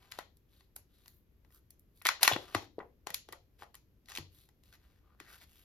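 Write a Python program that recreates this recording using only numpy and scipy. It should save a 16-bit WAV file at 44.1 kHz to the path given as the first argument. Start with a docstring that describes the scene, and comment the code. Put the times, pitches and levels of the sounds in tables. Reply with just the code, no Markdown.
"""In a small room, hands peel the foil lid off a small plastic cup above a plate on a table, close to the microphone.
The seal gives way in a few sharp snaps, cracks and noisy flutter that ring the cup; the loose lid crinkles in ticks.
Fingers rub, catch and let go, as noise broken into tiny slips. The cup knocks in the hand and is set down on
the plate, both as damped tones. Nearby surfaces and the room answer over a faint steady hush."""
import sys
import numpy as np
from scipy import signal
from scipy.fft import rfft, irfft
from scipy.io import wavfile
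from scipy.ndimage import uniform_filter1d

SR = 44100
rng = np.random.default_rng(int(sys.argv[2]) if len(sys.argv) > 2 else 0)


def put_to_file(sound):
    """Save the sound as 16-bit audio at rate SR, in the file named by the first command-line argument."""
    columns = np.atleast_2d(sound).T  # one column per channel
    safe = np.clip(columns, -1, 1)
    whole_steps = np.round(safe * 32767)
    wavfile.write(sys.argv[1], SR, whole_steps.astype(np.int16))


N = 248724

# likeness of left and right in the room's sound: (frequency [Hz], share [0 to 1])
ROOM_LIKENESS = [(100, 0.92), (600, 0.6), (1500, 0.033), (9000, 0.06), (12000, 0.74)]


def gain_of(db):
    """Decibels to amplitude."""
    return 10 ** (np.asarray(db) / 20)


def evened(x):
    """Scales to rms 1."""
    return x / np.sqrt(np.mean(abs(x) ** 2) + 1e-20)


def read(points, hz):
    """Joins points by straight lines on a log-frequency axis."""
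    f, value = np.transpose(points)
    return np.interp(np.log(hz + 1), np.log(f + 1), value)


def add(mix, s, sound):
    """Mixes a stereo sound in at time s."""
    part = mix[:, max(round(s * SR), 0):][:, :sound.shape[1]]
    part += sound[:, :part.shape[1]]


def bins(size):
    """Frequencies of a spectrum of that many samples."""
    return np.fft.rfftfreq(size, 1 / SR)


def causal(db):
    """The minimum-phase filter with this gain: it rings only after it is struck."""
    log_gain = np.log(gain_of(np.maximum(db, -100)))
    circle = np.concatenate([log_gain, log_gain[-2:0:-1]])
    return np.exp(np.conj(signal.hilbert(circle)))[:len(db)]


def paired(z, same):
    """Makes two unrelated spectra alike by the share same."""
    same = np.clip(same, -1, 1)
    return np.array([z[0], same * z[0] + np.sqrt(1 - same ** 2) * z[1]])


def panned(db):
    """Left and right gains for a level difference, left louder."""
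    return gain_of(np.array([[db], [-db]]) / 2)


def resonate(x, hz, q):
    """A resonance of gain 1 that follows the pitch curve hz."""
    turn = np.exp(2j * np.pi * np.cumsum(hz) / SR)
    r = np.exp(-np.pi * hz.mean() / q / SR)
    # the pitch is shifted down to zero, smoothed there and shifted back
    return 2 * (turn * signal.lfilter([1 - r], [1, -r], x / turn)).real


def hush(level_db=-67, side_db=2):
    """The low steady rumble and faint hiss of the room, as shaped noise."""
    # colour of the room's hush: (frequency [Hz], relative density [dB per Hz])
    hush_colour = [(20, -11.5), (50, 3.5), (80, 0.5), (160, -10), (380, -14.5), (750, -29.5), (2000, -32.5),
                   (6500, -41), (9000, -51), (12500, -32), (16000, -51)]
    hz = bins(N)
    z = paired(rfft(rng.standard_normal((2, N))), read(ROOM_LIKENESS, hz))
    noise = evened(irfft(z * gain_of(read(hush_colour, hz)), N))
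    return gain_of(level_db) * noise * panned(side_db)


def room(x, build_s=0.0034, size=256):
    """Dense reflections that build up quickly and die band by band."""
    # decay of the room: (frequency [Hz], time to fall by 60 dB [s])
    room_decay = [(150, 0.74), (600, 0.25), (1500, 0.16), (4000, 0.32), (14000, 0.13)]
    # the tail as heard at the microphone, with a hole near 8.7 kHz: (frequency [Hz], level [dB])
    tail_level = [(100, -11.5), (450, -6.5), (1100, -3), (4500, -7.5), (7000, -4), (8700, -25), (10800, -4),
                  (14000, -11)]
    count = SR * 3 // 4
    hz, t, z = signal.stft(rng.standard_normal((2, count)), SR, nperseg=size)
    decay = gain_of(-60 * t / read(room_decay, hz)[:, None])
    # each band keeps its level however long it rings
    decay *= gain_of(read(tail_level, hz))[:, None] / np.sqrt((decay ** 2).mean(1, keepdims=True) * count)
    spectra = paired(z, read(ROOM_LIKENESS, hz)[:, None]) * decay
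    tail = signal.istft(spectra, SR, nperseg=size)[1]
    tail *= 1 - np.exp(-(np.arange(tail.shape[1]) / SR / build_s) ** 2)
    return signal.fftconvolve(x, tail, axes=1)[:, :N]


def nearby(x, size=1024, early_db=-12, fade_s=0.0017, count=8):
    """The plate, the table and the hands throw each sound back, 2 to 18 ms later and fading fast."""
    first = SR // 500
    at = first + np.arange(count) * first + rng.integers(0, first, count)
    taps = np.zeros(size)
    taps[at] = rng.choice([-1, 1], count) * np.exp(-at / SR / fade_s)
    return gain_of(early_db) * signal.oaconvolve(x, taps[None] / np.linalg.norm(taps))[:, :N]


def ports(hz):
    """Phase and level of a near source at the two microphone ports."""
    # lead of the left port: (frequency [Hz], phase [rad])
    port_lead = [(0, 0), (1300, .1), (2300, 1), (4500, 1.3), (5700, -1.1), (7600, -2.7), (9200, -3.4),
                 (10900, -5.2), (12300, -6.2)]
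    # left over right: (frequency [Hz], level difference [dB])
    port_balance = [(100, -2), (600, 5), (2300, 3), (4400, 6), (8000, -0.5), (15000, -1)]
    sides = np.array([[1], [-1]])
    phase = np.exp(1j * sides * read(port_lead, hz) / 2)
    return phase * gain_of(sides * read(port_balance, hz) / 2)


def strokes(size=16384, slips_per_s=900, slip_db=1.5, slip_s=0.0005, smooth=0.45, same=1.0, skin_db=-88,
            q=2.3, glide_octaves=0.25, edge=3.5, clump_db=1.0, clump_s=0.0079):
    """Tiny slips come in clumps over a smooth hiss; the rubbed part rings higher as the stroke pulls it taut."""
    # strokes of fingers on foil and plastic, and of the peeling seal:
    # (middle [s], length between the 1/e points of pressure [s], level [dB], tilt [dB per octave],
    # resonance at mid-stroke [Hz], its height [dB]); the window below cuts the longest stroke short
    stroke_list = [(0.038, 0.14, -70, -4, 1400, 0), (0.164, 0.11, -62.5, -3, 3340, 1),
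                   (0.576, 0.15, -75.5, 2, 3850, 7.5), (1.026, 0.25, -77, 1.5, 3970, 5.5),
                   (1.119, 0.18, -75.5, 16, 13100, 7), (1.55, 0.077, -67.5, 7, 1230, 15),
                   (1.985, 0.062, -72, 7.5, 4070, 5), (2.22, 0.019, -39.5, -3.5, 1510, -6),
                   (2.252, 0.013, -27.5, -0.5, 2830, 6), (2.33, 0.026, -33, -3.5, 3366, 16.5),
                   (2.474, 0.66, -60, -4, 2070, -2.5), (3.616, 0.048, -61, -1.5, 450, 9.5),
                   (4.139, 0.11, -57, -1.5, 6200, 7), (4.393, 0.14, -68.5, 4.5, 3720, 5.5),
                   (4.682, 0.076, -74, 2.5, 4060, 3.5), (4.742, 0.041, -64, -1, 1824, 5),
                   (4.892, 0.22, -79, -2.5, 1692, 3), (5.095, 0.15, -79, -9, 1206, 8.5),
                   (5.265, 0.13, -65, -3.5, 1807, 8.5), (5.336, 0.11, -59.5, 0, 1500, 6.5),
                   (5.424, 0.038, -58.5, -0.5, 4350, 3.5), (5.571, 0.19, -68.5, 3, 3080, 4)]
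    # colour of rubbing: (frequency [Hz], relative density [dB per Hz])
    rub_colour = [(150, -22.5), (500, -5.5), (1400, -1.5), (4200, -2), (6500, -7.5), (8600, -3.5),
                  (10600, -5.5), (13000, -3.5), (16000, -24.5)]
    out, hz = np.zeros((2, N)), bins(size)
    t = (np.arange(size) - size / 2) / SR
    for s, length, db, tilt, part_hz, peak_db in stroke_list:
        slip_sizes = gain_of(slip_db * np.minimum(rng.exponential(1, size), 4))
        slips = slip_sizes * (rng.random(size) < slips_per_s / SR)
        grip = evened(signal.lfilter([1], [1, -np.exp(-1 / (slip_s * SR))], slips)) + smooth
        clumps = evened(uniform_filter1d(rng.standard_normal(size), round(clump_s * SR)))
        grip *= gain_of(clump_db * clumps)
        colour = gain_of(read(rub_colour, hz) + tilt * np.log2(1 + hz / 1000))
        noise = paired(rfft(rng.standard_normal((2, size)) * grip), same)
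        rub = irfft(noise * colour * ports(hz))
        ring_hz = part_hz * 2 ** (glide_octaves * np.clip(t / length, -1, 1))
        rub += (gain_of(peak_db) - 1) * resonate(resonate(rub, ring_hz, q), ring_hz, q)
        pressure = np.exp(-abs(2 * t / length) ** edge)
        rub /= np.sqrt(np.average((rub ** 2).mean(0), weights=pressure))
        touch = gain_of(skin_db) * np.hanning(size)  # the skin brushes faintly before and after
        late = max(round(-(s + t[0]) * SR), 0)  # samples that fall before the start
        add(out, s + t[0], (rub * (gain_of(db) * pressure + touch))[:, late:])
    return out


def knocks(rise_cycles=0.55, side_db=3.5, ring_cycles=7.1, set_down_s=4.191):
    """Soft blows ring one quickly damped mode of the held cup; setting it down rings the plate."""
    # knocks of the cup in the hand and pops of the flexing lid: (time [s], level [dB], pitch [Hz])
    knock_list = [(2.196, -36, 1410), (2.318, -34.5, 328), (2.325, -27.5, 117), (2.363, -26, 345),
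                  (2.551, -20, 308), (2.555, -28.5, 100), (2.7827, -21, 457), (2.8021, -28, 995),
                  (2.808, -43, 203), (2.815, -37.5, 900), (2.829, -34.5, 722), (3.103, -43.5, 183),
                  (5.207, -41.5, 330)]
    # modes of the plate: (pitch [Hz], level [dB], time to fall by 60 dB [s])
    plate_modes = [(92.2, -46.5, 0.3), (145, -46.5, 0.21), (322, -46, 0.078)]
    out, t = np.zeros((2, N)), np.arange(SR // 2) / SR
    # the hand damps a knock by 60 dB in ring_cycles
    held = [(s, db, hz, ring_cycles / hz) for s, db, hz in knock_list]
    plate = [(set_down_s, db, hz, t60) for hz, db, t60 in plate_modes]
    for s, db, hz, t60 in held + plate:
        decay = np.exp(-np.log(1000) * t / t60)
        rise = 1 - np.exp(-(t * hz / rise_cycles) ** 2)
        ring = np.sin(2 * np.pi * hz * t) * decay * rise
        add(out, s, gain_of(db) * ring * panned(side_db))
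    return out


def cup(hz):
    """A direct path plus the ringing modes of the cup."""
    # resonances of the cup and its lid: (frequency [Hz], width [Hz], level over the direct path [dB])
    cup_modes = [(837, 32, -4), (983, 100, -4.5), (1410, 14, -6), (1950, 140, 2), (2550, 30, -10),
                 (3320, 750, -9), (4174, 540, -6.5)]
    return 1 + sum(gain_of(db) * 1j * hz * width / (f ** 2 - hz ** 2 + 1j * hz * width)
                   for f, width, db in cup_modes)


def snaps(size=4096, crack=0.48, crack_s=0.0048, same=0.82, rise=.42, rattle_db=3.5, lead_in_db=-28,
          grip_octaves=0.015, flutter_s=0.0015, halving_tilt=16, longest_s=0.0048, patch_q=1.3):
    """A patch of foil buckles: one crack, then milliseconds of rattling flutter; small patches ring higher."""
    # single snaps of foil and plastic: (time [s], level over 10 ms [dB], lowest resonance [Hz],
    # tilt above it [dB per octave])
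    snap_list = [(0.1157, -55, 1470.0, 3.0), (0.12, -45, 1430, -0.5), (0.188, -39, 760, -3),
                 (0.37, -69.0, 500.0, 9), (0.607, -67, 910, -1), (0.762, -45.5, 11600, 2.5),
                 (0.7637, -54.5, 570, -1.0), (1.0588, -62.5, 910, -1), (1.08, -55.5, 1020, 6),
                 (1.4479, -70.5, 724, -2.5), (1.505, -73.5, 533, -3), (1.523, -72.5, 1290, 0.5),
                 (1.7059, -57, 290.0, 8), (1.795, -65, 586, 16), (2.0154, -55.5, 1840, -15),
                 (2.021, -57.7, 350.0, 6.5), (2.053, -33.5, 1880, -1.5), (2.055, -29, 2000, -22.5),
                 (2.0609, -33, 1780, -1.5), (2.0679, -25.5, 1830, -0.5), (2.088, -23.5, 1284, -5),
                 (2.2303, -18.5, 750, 3.5), (2.2333, -24.5, 810, 2), (2.277, -17.5, 970, -2.5),
                 (2.3132, -30.5, 750, -12), (2.3613, -34.5, 493, -6.5), (2.548, -27, 785, -3.5),
                 (2.7886, -47, 486, -8), (2.8022, -51, 1975, -37), (3.0699, -38.5, 520.0, -1.0),
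                 (3.0931, -54.5, 900.0, -3.5), (3.104, -44.5, 660, -0.5), (3.1436, -33, 2310, 4),
                 (3.2879, -51.5, 391.0, -2.5), (3.3246, -48, 529, 2), (3.33, -47.5, 604, -5.5),
                 (3.622, -48, 797, -9.5), (3.6324, -53, 690, -7), (3.744, -56.5, 950.0, 0),
                 (3.752, -53.5, 950.0, 4.5), (4.0573, -68.1, 4030.0, -4.5), (4.0852, -54.5, 1270.0, -1),
                 (4.0933, -56, 312, 2.5), (4.0997, -55.5, 903, 0), (4.1182, -50.0, 1360.0, -2.5),
                 (4.1515, -44.5, 2500.0, -2), (4.1606, -46.0, 2390, -2.5), (4.173, -38.5, 2800.0, -4),
                 (4.184, -43.5, 280.0, -1.0), (4.489, -67, 400.0, 0.5), (4.636, -68, 350.0, 2.0),
                 (4.726, -64, 1462, -1), (5.201, -49.5, 1504, -2.5)]
    # colour of the foil: (frequency [Hz], relative density [dB per Hz])
    foil_colour = [(200, 7.5), (600, 1.5), (2200, -2.5), (6500, -4.5), (8500, -5), (10500, -4.5),
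                   (12800, -6.5), (15000, -15.5), (16300, -27.5)]
    out, hz, t = np.zeros((2, N)), bins(size), np.arange(size) / SR
    lead, grain = size // 16, size // 256
    body = causal(read(foil_colour, hz)) * ports(hz)
    # a faint noise swells for a few milliseconds before each crack: made at the window's end, rolled to its start
    lead_in = gain_of(lead_in_db) * np.maximum(t - t[-lead], 0) * SR / lead
    for s, db, pitch_hz, tilt in snap_list:
        # bright snaps die sooner, halving per halving_tilt [dB per octave]; fingers damp the dullest
        length = min(flutter_s * 2 ** (-tilt / halving_tilt), longest_s)
        age = t / max(length, 1 / SR)
        rattle = gain_of(rattle_db * evened(uniform_filter1d(rng.standard_normal(size), grain)))
        swell = np.exp(-age) * (1 - np.exp(-age / rise)) + lead_in
        flutter = rng.standard_normal((2, size)) * rattle * swell
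        click = crack * np.exp(-length / crack_s)  # the briefer the snap, the stronger its crack
        drive = click * np.exp(-2j * np.pi * hz * rise * length) + paired(rfft(flutter), same)
        r = hz / pitch_hz
        patch = -r ** 2 / (1 - r ** 2 + 1j * r / patch_q)  # radiates little below its lowest resonance
        slope = causal(tilt * np.log2(1 + r ** 2) / 2)
        held = cup(hz * 2 ** (grip_octaves * rng.uniform(-1, 1)))  # the shifting grip detunes the cup
        snap = np.roll(irfft(drive * patch * slope * body * held), lead, axis=1)
        spread = np.sqrt(SR / 100 / size)  # refers the level to 10 ms
        add(out, s - lead / SR, gain_of(db) * spread * evened(snap))
    return out


def scene(count=3):
    """The hands' work, its echoes and the quiet room."""
    handling = knocks() + strokes()
    near = snaps() + handling
    # a snap sounds a little different in each direction, so its echo is diffuse
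    echo = sum(room(snaps() + handling) for _ in range(count)) / np.sqrt(count)
    return near + nearby(near) + echo + hush()


def record(dry, edge_hz=16100):
    """The recorder rounds off the highest peaks and limits the band."""
    low_pass = signal.firwin(511, edge_hz, window=("kaiser", 9), fs=SR)
    return signal.oaconvolve(np.tanh(dry), low_pass[None], "same")


dry = scene()
out = record(dry)
put_to_file(out)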